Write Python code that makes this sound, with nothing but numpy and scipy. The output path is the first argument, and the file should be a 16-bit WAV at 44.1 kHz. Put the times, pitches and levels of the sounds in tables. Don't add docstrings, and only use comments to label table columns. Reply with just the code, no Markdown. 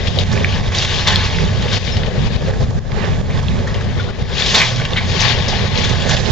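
import sys
import numpy as np
from scipy import signal
from scipy.fft import rfft, irfft, next_fast_len
from scipy.io import wavfile
from scipy.ndimage import uniform_filter1d

SR = 44100
rng = np.random.default_rng(int(sys.argv[2]) if len(sys.argv) > 2 else 0)


def wrap_up_sound(samples):
    columns = np.atleast_2d(samples).T
    tamed = np.clip(columns, -1, 1)
    steps = np.round(tamed * 32767).astype(np.int16)
    wavfile.write(sys.argv[1], SR, steps)


def convert_level_to_amplitude(level_db):
    exponent = np.asarray(level_db, float) / 20
    return 10 ** exponent


N = 278271


def evened(x):
    return x / np.sqrt(np.mean(x ** 2) + 1e-20)


def read(points, hz):
    f, value = np.transpose(points)
    return np.interp(np.log(hz + 1), np.log(f + 1), value)


def columns(rows):
    s, *rest = np.transpose(rows)
    return [np.interp(np.arange(N) / SR, s, c) for c in rest]


def coloured(x, points):
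    size = next_fast_len(N)
    gain = convert_level_to_amplitude(read(points, np.fft.rfftfreq(size, 1 / SR)))
    return evened(irfft(rfft(x, size) * gain, size)[..., :N])


def lumps(per_s, channels):
    width = max(int(SR / per_s), 2)
    smooth = uniform_filter1d(rng.standard_normal((channels, N)), width)
    return evened(uniform_filter1d(smooth, width))


def add(mix, s, sound):
    part = mix[:, round(s * SR):][:, :sound.shape[1]]
    part += sound[:, :part.shape[1]]


def sides(pan_db):
    return convert_level_to_amplitude(np.array([pan_db / 2, -pan_db / 2]))


# start_s, peak_db, pitch_hz, left_right_db
LATHS = [(.0706, -15, 3360, 21), (0.19, -14, 3910, 18.5), (.314, -18.5, 3730, 2), (0.746, -9.5, 3440, -16),
         (.821, -9, 3460, -15), (1.0726, -5, 3988, -1.5), (1.264, -12.5, 3839, 4.5),
         (1.6201, -17, 3600, -16), (1.727, -14, 3520, 17.5), (1.966, -14.5, 3500, 2),
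         (2.06, -20.5, 3630, 17), (4.391, -11.5, 3480, 6.5), (4.4603, -10, 3280, -10.5),
         (4.545, -1.5, 3420, -8), (4.7585, -19.5, 3635, -7), (.325, -19, 5600, 2), (1.12, -11, 4000, 2.5),
         (.846, -8.5, 3300, -3), (5.202, -9.5, 5600, 3.5), (5.778, -15, 5300, 2), (6.091, -10.5, 5820, 6),
         (5.2791, -15, 3520, 7), (5.4796, -18, 5006, 7), (5.8408, -8, 3590, -1), (5.893, -14, 3500, -16.5),
         (6.0188, -15, 3500, 4), (6.108, -10.5, 3260, 10), (6.166, -7.5, 3230, 9)]
# start_s, peak_db, pitch_hz, left_right_db
BOARDS = [(0.326, -18.5, 1900, -3), (0.719, -10.5, 2520, -6), (2.2546, -26.5, 2550, 10.5),
          (2.4808, -24, 1910, 2), (2.534, -15, 1870, -10), (2.7036, -19, 1055, -16),
          (2.986, -31.5, 1650, -4), (3.3746, -21.5, 1010, -13), (3.4271, -18, 1090, -27),
          (3.671, -14, 1824, 8), (3.7418, -17.5, 2770, -3), (3.809, -16, 1720, 10), (4.29, -17, 1744, -1),
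          (4.6185, -5, 2320, -12.5), (4.796, -13, 1600, -5), (4.8486, -10, 2720, 5.5),
          (6.092, -10.5, 1730, 13)]
# start_s, peak_db, pitch_hz, left_right_db
BEAMS = [(1.075, -14.5, 598, 2), (2.6, -20.5, 744, -4), (2.479, -10, 557, -9), (2.526, -10.5, 480, -8.5),
         (2.722, -12.5, 700, -11), (2.765, -20.5, 563, -8), (3.6, -15.5, 520, -10), (4.6, -3, 2050, -0.5),
         (4.972, -5, 2100, -1), (4.964, -8.5, 3500, 3.5), (2.034, -15, 560, -3), (0.17, -11.5, 600, -7),
         (2.15, -15.5, 550, -4.5), (3.035, -16.5, 1800, -2), (3.3, -18.5, 2130, -2), (2.37, -16, 650, -6),
         (2.42, -18, 460, -6), (5.21, -16, 700, -3), (5.29, -15.5, 800, -4), (5, -12.5, 970, -5),
         (5.525, -13.5, 765, -6), (4.8, -16, 700, -2), (5.93, -15, 600, -5.5), (6.05, -15, 560, -4),
         (5.481, -13.5, 5150, 7), (5.234, -11.5, 1100, 0)]


def timber():
    out, t = np.zeros((2, N)), np.arange(9000) / SR
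    wide = signal.butter(2, [700, 6500], "band", fs=SR)
    kinds = [(LATHS, 0.077, 1., .5), (BOARDS, 0.088, .6, .45), (BEAMS, 0.18, .12, 0.34)]
    for pieces, t60, hiss_share, width_share in kinds:
        for s, db, hz, pan_db in pieces:
            burst = rng.standard_normal(len(t))
            r = np.exp(-np.pi * width_share * hz / SR)
            pole = [1, -2 * r * np.cos(2 * np.pi * hz / SR), r * r]
            ring = signal.lfilter([1], pole, signal.lfilter([1, 0, -1], pole, burst))
            splinters = evened(ring) + hiss_share * evened(signal.lfilter(*wide, burst))
            splinters *= convert_level_to_amplitude(db - 12.0 - 60 * t / t60) * np.minimum(t / 0.0026, 1)
            add(out, s, splinters * sides(.5 * pan_db)[:, None])
    return out


# start_s, peak_db, pitch_hz, left_right_db
SNAPS = [(0.0794, -15, 3300, 9), (0.187, -6, 3810, 21.5), (0.375, -10, 2340, -3), (0.4445, 1, 2320, -9),
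         (0.7853, -6.5, 4700, -12.5), (0.9863, -10, 3590, 4), (1.1578, -1.5, 4170, 5.5),
         (1.385, -10, 2010, 14), (1.8752, -11, 2180, 1), (2.033, -18.5, 3530, 12), (2.9177, -15, 2150, -4),
         (3.483, -11.5, 3350, -14), (4.4212, -5.5, 3500, 3), (4.6158, 1, 2330, 13), (4.9331, -12, 3580, 8),
         (5.775, -7.5, 4080, -0.5), (6.2587, -14, 2860, -23)]
# start_s, peak_db, pitch_hz
TICKS = [(.0697, -12, 2600), (.2563, -19.5, 2700), (.3546, -15, 2650), (.4045, -14, 2760),
         (.5267, -13.5, 2340), (.5886, -20, 2900), (.7033, -15, 1950), (.796, -16.5, 4930),
         (1.0835, -4, 3600), (1.3463, -14, 2940), (2.0338, -12.5, 1950), (3.3742, -20, 3470),
         (4.9062, -18.5, 3530), (4.9064, -26, 5800), (4.9612, -6, 2000), (4.968, -9.5, 1900),
         (4.981, -9.5, 2100), (4.852, -14, 3880), (4.76, -18, 5530), (3.59, -23, 4200), (3.743, -23, 5000),
         (3.808, -20, 2500), (6.166, -12, 5000), (6.261, -14, 4520), (5.894, -16.5, 6200),
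         (.077, -14, 2300), (5.215, -5, 4920), (5.221, -7, 6070), (5.231, -8, 3360), (5.2824, -10.5, 3600),
         (5.506, -17, 5100), (2.27, -25, 4970), (2.918, -22, 4200), (.234, -15.5, 3500),
         (5.535, -15.5, 3004), (5.556, -19, 4800), (6.11, -11, 3130)]


def snaps_and_ticks():
    out, t = np.zeros((2, N)), np.arange(9000) / SR
    snap_s, tick_s, tick_pan_db = 0.0013, .001, 2.0
    hits = [(*row, snap_s) for row in SNAPS] + [(*row, tick_pan_db, tick_s) for row in TICKS]
    for s, db, hz, pan_db, rise_s in hits:
        u = t / rise_s
        envelope = u ** 2 * np.exp(2 - 2 * u)
        modes = sum(g * np.sin(2 * np.pi * k * hz * t) for k, g in [(.8, 0.6), (1, 0.92), (1.22, 0.34)])
        add(out, s, convert_level_to_amplitude(db - 5.5) * envelope * modes * sides(.5 * pan_db)[:, None])
    return out


# start_s, level_db, pitch_hz, t60_s
PINGS = [
    (1.921, -24, 5320, .16),
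    (3.996, -21, 1430, .1),
    (3.997, -28, 3500, .08),
    (3.998, -30, 2300, .07),
    (4.087, -27, 1430, .08),
    (4.617, -17, 2380, .15),
]


def pings():
    out, t = np.zeros((2, N)), np.arange(9000) / SR
    for s, db, hz, t60 in PINGS:
        wobble = 0.5 * np.sin(2 * np.pi * 37 * t)
        ring = np.minimum(t / 0.0011, 1) * np.sin(2 * np.pi * hz * t + wobble)
        add(out, s, convert_level_to_amplitude(db - 60 * t / t60) * ring * np.ones((2, 1)))
    return out


def clatter(ticks_per_s, spread_db, cycles=5.1, kinds=16):
    size = convert_level_to_amplitude(spread_db * np.minimum(rng.exponential(1, N), 3.5)) * (rng.random(N) < ticks_per_s / SR)
    kind, t = rng.integers(0, kinds, N), np.arange(600) / SR
    out = np.zeros(N)
    for k, hz in enumerate(np.geomspace(1500, 7000, kinds)):
        ring = np.sin(2 * np.pi * hz * t) * np.exp(-t * hz / cycles) * np.sqrt(hz)
        out += signal.oaconvolve(size * (kind == k), ring)[:N]
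    return evened(out)


# pitch_hz, density_db_per_hz
GRIT = [(410, -55.5), (700, -23.5), (841, 3.5), (962, 3.5), (1090, 3), (1360, -6), (1920, -1), (2670, -3.5),
        (3240, -1.5), (4900, -7.5), (7000, -17.5), (9100, -26.5), (15400, -120)]


def grit_hiss(tilt_db):
    clatter_share, port_share = 0.39, .35
    clump_db, patchy_db = .8, 1.3
    hits = clatter_share * clatter(ticks_per_s=900, spread_db=1.5) + rng.standard_normal(N)
    grit = coloured(hits + port_share * rng.standard_normal((2, N)), GRIT)
    grit = grit * convert_level_to_amplitude(clump_db * lumps(30, 1)[0])
    hz, t, z = signal.stft(grit, SR, nperseg=512, noverlap=384)
    chance = rng.standard_normal(z.shape[:0:-1])
    patches = evened(uniform_filter1d(uniform_filter1d(chance, 9, 0), 7, 1)).T
    tilt = np.interp(t * SR, np.arange(N), tilt_db) * np.log2((hz[:, None] + 100) / 3300)
    shaped = z * convert_level_to_amplitude(patchy_db * patches + tilt)
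    return evened(signal.istft(shaped, SR, nperseg=512, noverlap=384)[1][:, :N])


# time_s, effort_db, left_right_db
DRAG = [(0, -34.5, 10.5), (.15, -33.5, 17.5), (.3, -29.5, -3), (.55, -24, 6.5), (.68, -29, -0.5),
        (.98, -25.5, 2), (1.3, -24.5, 5), (1.65, -28.5, 5.5), (2.1, -32.5, 9.5), (2.65, -40.5, 5),
        (2.95, -35.5, -8.5), (3.5, -35.5, -6), (4.0, -35.5, 8), (4.3, -31.5, 3), (4.85, -34, 2),
        (5.45, -28, 9.5), (6.0, -28.5, 4), (6.31, -27, -9.5)]
# peak_s, peak_db, swell_10db_s, fade_10db_s, brightness_db_per_octave
SLIDES = [(.09, -29, 0.5, 0.5, 4), (.21, -22, 0, 0.02, 2.5), (0.791, -19.5, 0.07, 0.4, 5),
          (1.25, -19, 0.06, 0.07, 1), (1.742, -15.5, 0.03, 0.0533, 4), (1.871, -26, 0.25, 0.07, 6.5),
          (2.33, -30, .1, 0.16, 2.5), (2.49, -30, 0.12, 0.08, 0.5), (2.64, -31, 0.1, 0.06, 2.5),
          (3.05, -31, 0.13, 0.08, -3.5), (4.05, -34, 0.1, 0, 1.5), (3.38, -30, 0.08, 0.17, 0.5),
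          (3.76, -35, 0.3, 0.2, -3.5), (5.33, -22.5, 0.08, 0, 1.5), (4.4, -20, 0.0643, 0.18, 4.5),
          (4.508, -15.5, 0.0833, 0.08, 6.5), (4.69, -19.5, 0.07, 0.04, 5), (4.77, -28.5, -0.06, 0.6, 0.5),
          (4.82, -25.5, -0.04, -2, -8), (5.099, -26.5, 0.14, 0.5, 8), (5.259, -16.5, 0.1348, 0.15, 1),
          (5.84, -21.5, 0.18, 0.2, 2), (6.141, -17, 0.1, 0.16, 4)]
# peak_s, peak_db, fade_10db_s, brightness_db_per_octave
CRASHES = [
    (1.074, -12, 0.086, -0.5),
    (2.92, -32.5, -0.05, -2.5),
    (4.547, -9, 0.09, 3.5),
    (4.619, -18.5, 0.1, 3.5),
    (5.203, -19, -0.01, 10),
    (5.484, -23.5, 0.2, 1),
]
# pitch_hz, density_db_per_hz
HEAVY = [(200, 0.5), (400, -3.5), (800, -0.5), (1200, -21.5), (1700, -2), (3000, -40.5)]


def rubble():
    drag_db, pan_db = columns(DRAG)
    now, power = np.arange(N) / SR, convert_level_to_amplitude(drag_db) ** 2
    bright = power * (0.11 * (drag_db + 30.5) - .3)
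    crash_swell_s = .008
    falls = [*SLIDES, *[(s, db, crash_swell_s, *rest) for s, db, *rest in CRASHES]]
    for s, peak_db, swell_s, fade_s, tilt_db in falls:
        away = np.maximum((s - now) / max(swell_s, .005), (now - s) / max(fade_s, .005))
        slide = convert_level_to_amplitude(peak_db - 10 * away) ** 2
        power, bright = power + slide, bright + slide * tilt_db
    db = 10 * np.log10(power)
    grit = convert_level_to_amplitude(db - 3.0) * grit_hiss(bright / power)
    heavy = coloured(rng.standard_normal(N), HEAVY) * convert_level_to_amplitude(1.7 * lumps(36, 1)[0] + 1.8 * lumps(6.6, 1)[0])
    heavy_db = -32.5 - 3 + 0.62 * (db + 26.5)
    return (grit + convert_level_to_amplitude(heavy_db) * heavy) * sides(pan_db - 2.5 + 3.1 * lumps(5.8, 1)[0])


# time_s, pitch_hz, level_db
FIRING = [(0, 92.4, -26.5), (.4, 95.2, -30), (.7, 93.26, -27), (1.1, 90.2, -22.5), (1.4, 93.1, -32.5),
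          (1.7, 96.14, -23), (2.0, 94, -28), (2.3, 91.6, -30), (2.6, 93.78, -29.5), (3.0, 92.06, -28.5),
          (3.5, 94.86, -26.5), (3.9, 95.63, -26.5), (4.3, 95.3, -38), (4.7, 89.5, -33.5), (5.1, 87.4, -28),
          (5.6, 94.17, -28.5), (6.0, 90.4, -31), (6.31, 87.6, -33)]
# time_s, pitch_hz, level_db
PUMP = [
    (4.5, 121, -41),
    (4.75, 121.9, -23.5),
    (5.05, 120.1, -38),
    (5.35, 120, -20),
    (5.65, 121.3, -35),
    (5.85, 118.4, -35),
    (6.1, 121.5, -27),
    (6.31, 113.4, -38),
]
# pitch_hz, density_db
ROAR = [(150, -20.5), (350, 14.5), (550, 10), (1100, 1.5), (1350, -2.5), (1800, 7), (3400, -28),
        (6400, -56.5), (9000, -36.5)]


def engine():
    hz, db = columns(FIRING)
    db, hz = db + 2.2 * lumps(9, 1)[0], hz * (1 + 0.025 * lumps(10, 1)[0])
    turns = np.cumsum(hz) / SR
    pump_hz, pump_db = columns(PUMP)
    pump = convert_level_to_amplitude(pump_db) * np.sin(2 * np.pi * np.cumsum(pump_hz) / SR)
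    pump *= np.arange(N) > PUMP[0][0] * SR
    tones = convert_level_to_amplitude(db) * np.sin(2 * np.pi * turns) + pump
    puffs = rng.standard_normal(N) * (1 + .35 * np.cos(2 * np.pi * turns))
    roar = convert_level_to_amplitude(-40.5) * coloured(puffs, ROAR) * np.ones((2, 1))
    return np.sqrt(2) * tones * sides(-1.6)[:, None], roar


# peak_s, peak_db, pitch_hz, length_s
GROANS = [(1.12, -24, 200.6, .1), (1.41, -20.5, 169.9, .12), (1.5, -27, 109.2, .15),
          (2.56, -19, 100, 0.087), (3.22, -24.5, 201, .1), (3.41, -19, 144.7, .15), (3.5, -23, 99.7, 0.23),
          (4.81, -20.5, 150, .05), (5.62, -24, 205, .15), (5.68, -22.5, 95.5, .12), (6.18, -21, 135.2, .2)]


def groans():
    out, sag_per_s = np.zeros((2, N)), .3
    for s, db, hz, length in GROANS:
        t = np.arange(0, 2 * length, 1 / SR)
        swell = np.sin(np.pi * t / (2 * length)) ** 2
        tone = np.sin(2 * np.pi * hz * (t - sag_per_s * t ** 2 / 2))
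        add(out, s - length, convert_level_to_amplitude(db) * swell * tone * sides(-2.5)[:, None])
    return out


# time_s, strength_db, left_right_db
WIND = [(0, -27, -2), (.32, -24, -3), (.7, -27, -0.5), (1.05, -29.5, -0.5), (1.4, -24.5, -2.5),
        (1.8, -26, 0), (2.15, -24, 2.5), (2.5, -24, -0.5), (2.75, -22, 1.5), (3.1, -24, -1), (3.45, -24, 0),
        (3.9, -27, 2), (4.3, -28, 3), (4.7, -29, -1), (5.21, -26.5, 0), (5.7, -26, -4.5),
        (6.0, -26.5, -6.5), (6.31, -22, -5)]
# pitch_hz, density_db_per_hz
RUMBLE = [(10, -16), (22, -0.5), (45, 1.5), (100, 3.5), (150, 1), (210, -4), (300, -9), (450, -41.5)]
# pitch_hz, density_db_per_hz
FLUTTER = [(200, -6), (330, 4), (430, 6), (560, 3), (800, -6.5), (1200, -9.5), (2500, -31)]


def wind():
    db, pan_db = columns(WIND)
    eddies = rng.standard_normal((2, 2, N))
    common = rng.standard_normal((2, N))
    lumpy, flicker = convert_level_to_amplitude(1.3 * lumps(13, 2)), convert_level_to_amplitude(3.0 * lumps(64, 2))
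    rumble = coloured((eddies[0] + np.sqrt(0.22) * common[0]) * lumpy, RUMBLE)
    flutter = coloured((eddies[1] + np.sqrt(0.65) * common[1]) * flicker, FLUTTER)
    flutter_db = -30 + 0.61 * (db + 26.5)
    return (convert_level_to_amplitude(db + 6.5) * rumble + convert_level_to_amplitude(flutter_db) * flutter) * sides(1.55 * pan_db + 1.5)


# start_s, gain_drop_db, thump_db, left_right_db
THUMPS = [(0.088, 4.5, -2, -5.5), (0.24, 4.5, -3.5, 2.5), (0.615, 4, -3.5, -4.5), (0.693, 4.5, 0.5, 5.5),
          (0.859, 3.5, -6, -2), (1.267, 4.5, -5, -7), (1.784, 7.5, -17, -7.5), (1.978, 2, -1, -4.5),
          (2.092, 4, -8, 17.5), (2.284, 5.5, -9.5, -4.5), (2.367, 6.5, -6.5, 14.5), (2.513, 6.5, -5.5, -8),
          (2.648, 5.5, -12.5, -7), (2.713, 5, -7.5, -9), (2.793, 11, 0.5, -1.5), (3.217, 6.5, -10, -10),
          (3.404, 6, -20.5, 1), (4.112, 7, -4, 2), (4.228, 6, 2, -6), (4.863, 3, -7.5, -3),
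          (4.992, 3, -29.5, 14), (5.354, 2, -11.5, 15), (5.685, 4.5, -12, 1), (6.152, 6, -3.5, 12),
          (6.21, 4, -7, 17)]


def thumps():
    out, u = np.zeros((2, N)), np.linspace(-3, 3, 900)
    push = (u ** 2 / 1.3 - 1) * np.exp(-u ** 2)
    for s, _, thump_db, side_db in THUMPS:
        add(out, s - .013, convert_level_to_amplitude(thump_db - 11.0) * push * sides(side_db)[:, None])
    return out


def yard(x, t60=0.27, wet_db=-2.5):
    t = np.arange(SR // 2) / SR
    signs = rng.choice([-1., 1.], (2, len(t)))
    taps = signs * (rng.random((2, len(t))) < .05) * convert_level_to_amplitude(-60 * t / t60) * (t > .003)
    taps = signal.lfilter([1, -.75], [1], taps)
    taps /= np.linalg.norm(taps[0])
    return x + convert_level_to_amplitude(wet_db) * signal.fftconvolve(x.mean(0)[None], taps, axes=1)[:, :N]


def scene():
    tones, roar = engine()
    cracks = timber() + snaps_and_ticks() + pings()
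    return yard(cracks + rubble() + roar) + tones + groans() + wind() + thumps()


def gain_control(x):
    t, duck_db, recovery_db_per_s = np.arange(N) / SR, np.zeros(N), 63.5
    for s, drop_db, *_ in THUMPS:
        climb = np.interp(s, t, duck_db) + drop_db - recovery_db_per_s * (t - s)
        duck_db = np.where(t > s, np.maximum(climb, 0), duck_db)
    return x * convert_level_to_amplitude(2.0 - uniform_filter1d(duck_db, 130))


# pitch_hz, width_hz, gain_db
NOTCHES = [(298.8, 56.6, -14), (968, 32, -11.5), (1390, 140, -1), (3590, 240, 2)]
# pitch_hz, gain_db
TOP = [(6800, 0.12), (7500, -5.5), (8000, -19), (8500, -19), (9000, -48.5), (9600, -84)]
# pitch_hz, left_right_db
PORT_DB = [(60, 1.9), (180, -3), (400, -5), (910, -4), (1570, -1), (2710, 4.5), (4670, 3.5), (8040, -6.5)]
# pitch_hz, lead_rad
PORT_LEAD = [(0, 0), (950, 0.3), (1290, 1.2), (1550, 0.4), (2840, 1.1), (3450, 0.4), (4740, -0.0),
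             (6030, 0.6), (6550, 0.4), (7320, 1.3), (8180, 0.0)]


def camera_ports(x):
    size = next_fast_len(N)
    hz = np.fft.rfftfreq(size, 1 / SR)
    body_db = read(TOP, hz) + sum(db / (1 + (2 * (hz - f) / w) ** 2) for f, w, db in NOTCHES)
    turn = np.exp(.5j * read(PORT_LEAD, hz))
    low_cut = hz / np.hypot(hz, 12)
    ports = low_cut * convert_level_to_amplitude(body_db) * sides(read(PORT_DB, hz)) * np.array([turn, 1 / turn])
    return irfft(rfft(x, size) * ports, size)[:, :N]


def moving_edge(x):
    hz, _, z = signal.stft(x, SR, nperseg=1024)
    treble = (abs(z[:, hz > 5500]) ** 2).sum((0, 1))
    top_db = 10 * np.log10(uniform_filter1d(treble, size=4)[::4] + 1e-12)
    chance = np.resize(lumps(11, 1)[0, ::2048], len(top_db))
    steps = 0.11 * (top_db - top_db.mean()) + .4 * chance
    edge_hz = 8200 + 340 * np.round(steps).repeat(4)
    kept = z * (hz[:, None] < np.resize(edge_hz, z.shape[2]))
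    return signal.istft(kept, SR, nperseg=1024)[1][:, :N]


def roll_off(x):
    return signal.sosfilt(signal.butter(12, 8640, fs=SR, output="sos"), x)


def record(dry):
    x = moving_edge(camera_ports(gain_control(dry)))
    finished = np.clip(x, -.99, .99)
    return roll_off(finished)


dry = scene()
out = record(dry)
wrap_up_sound(out)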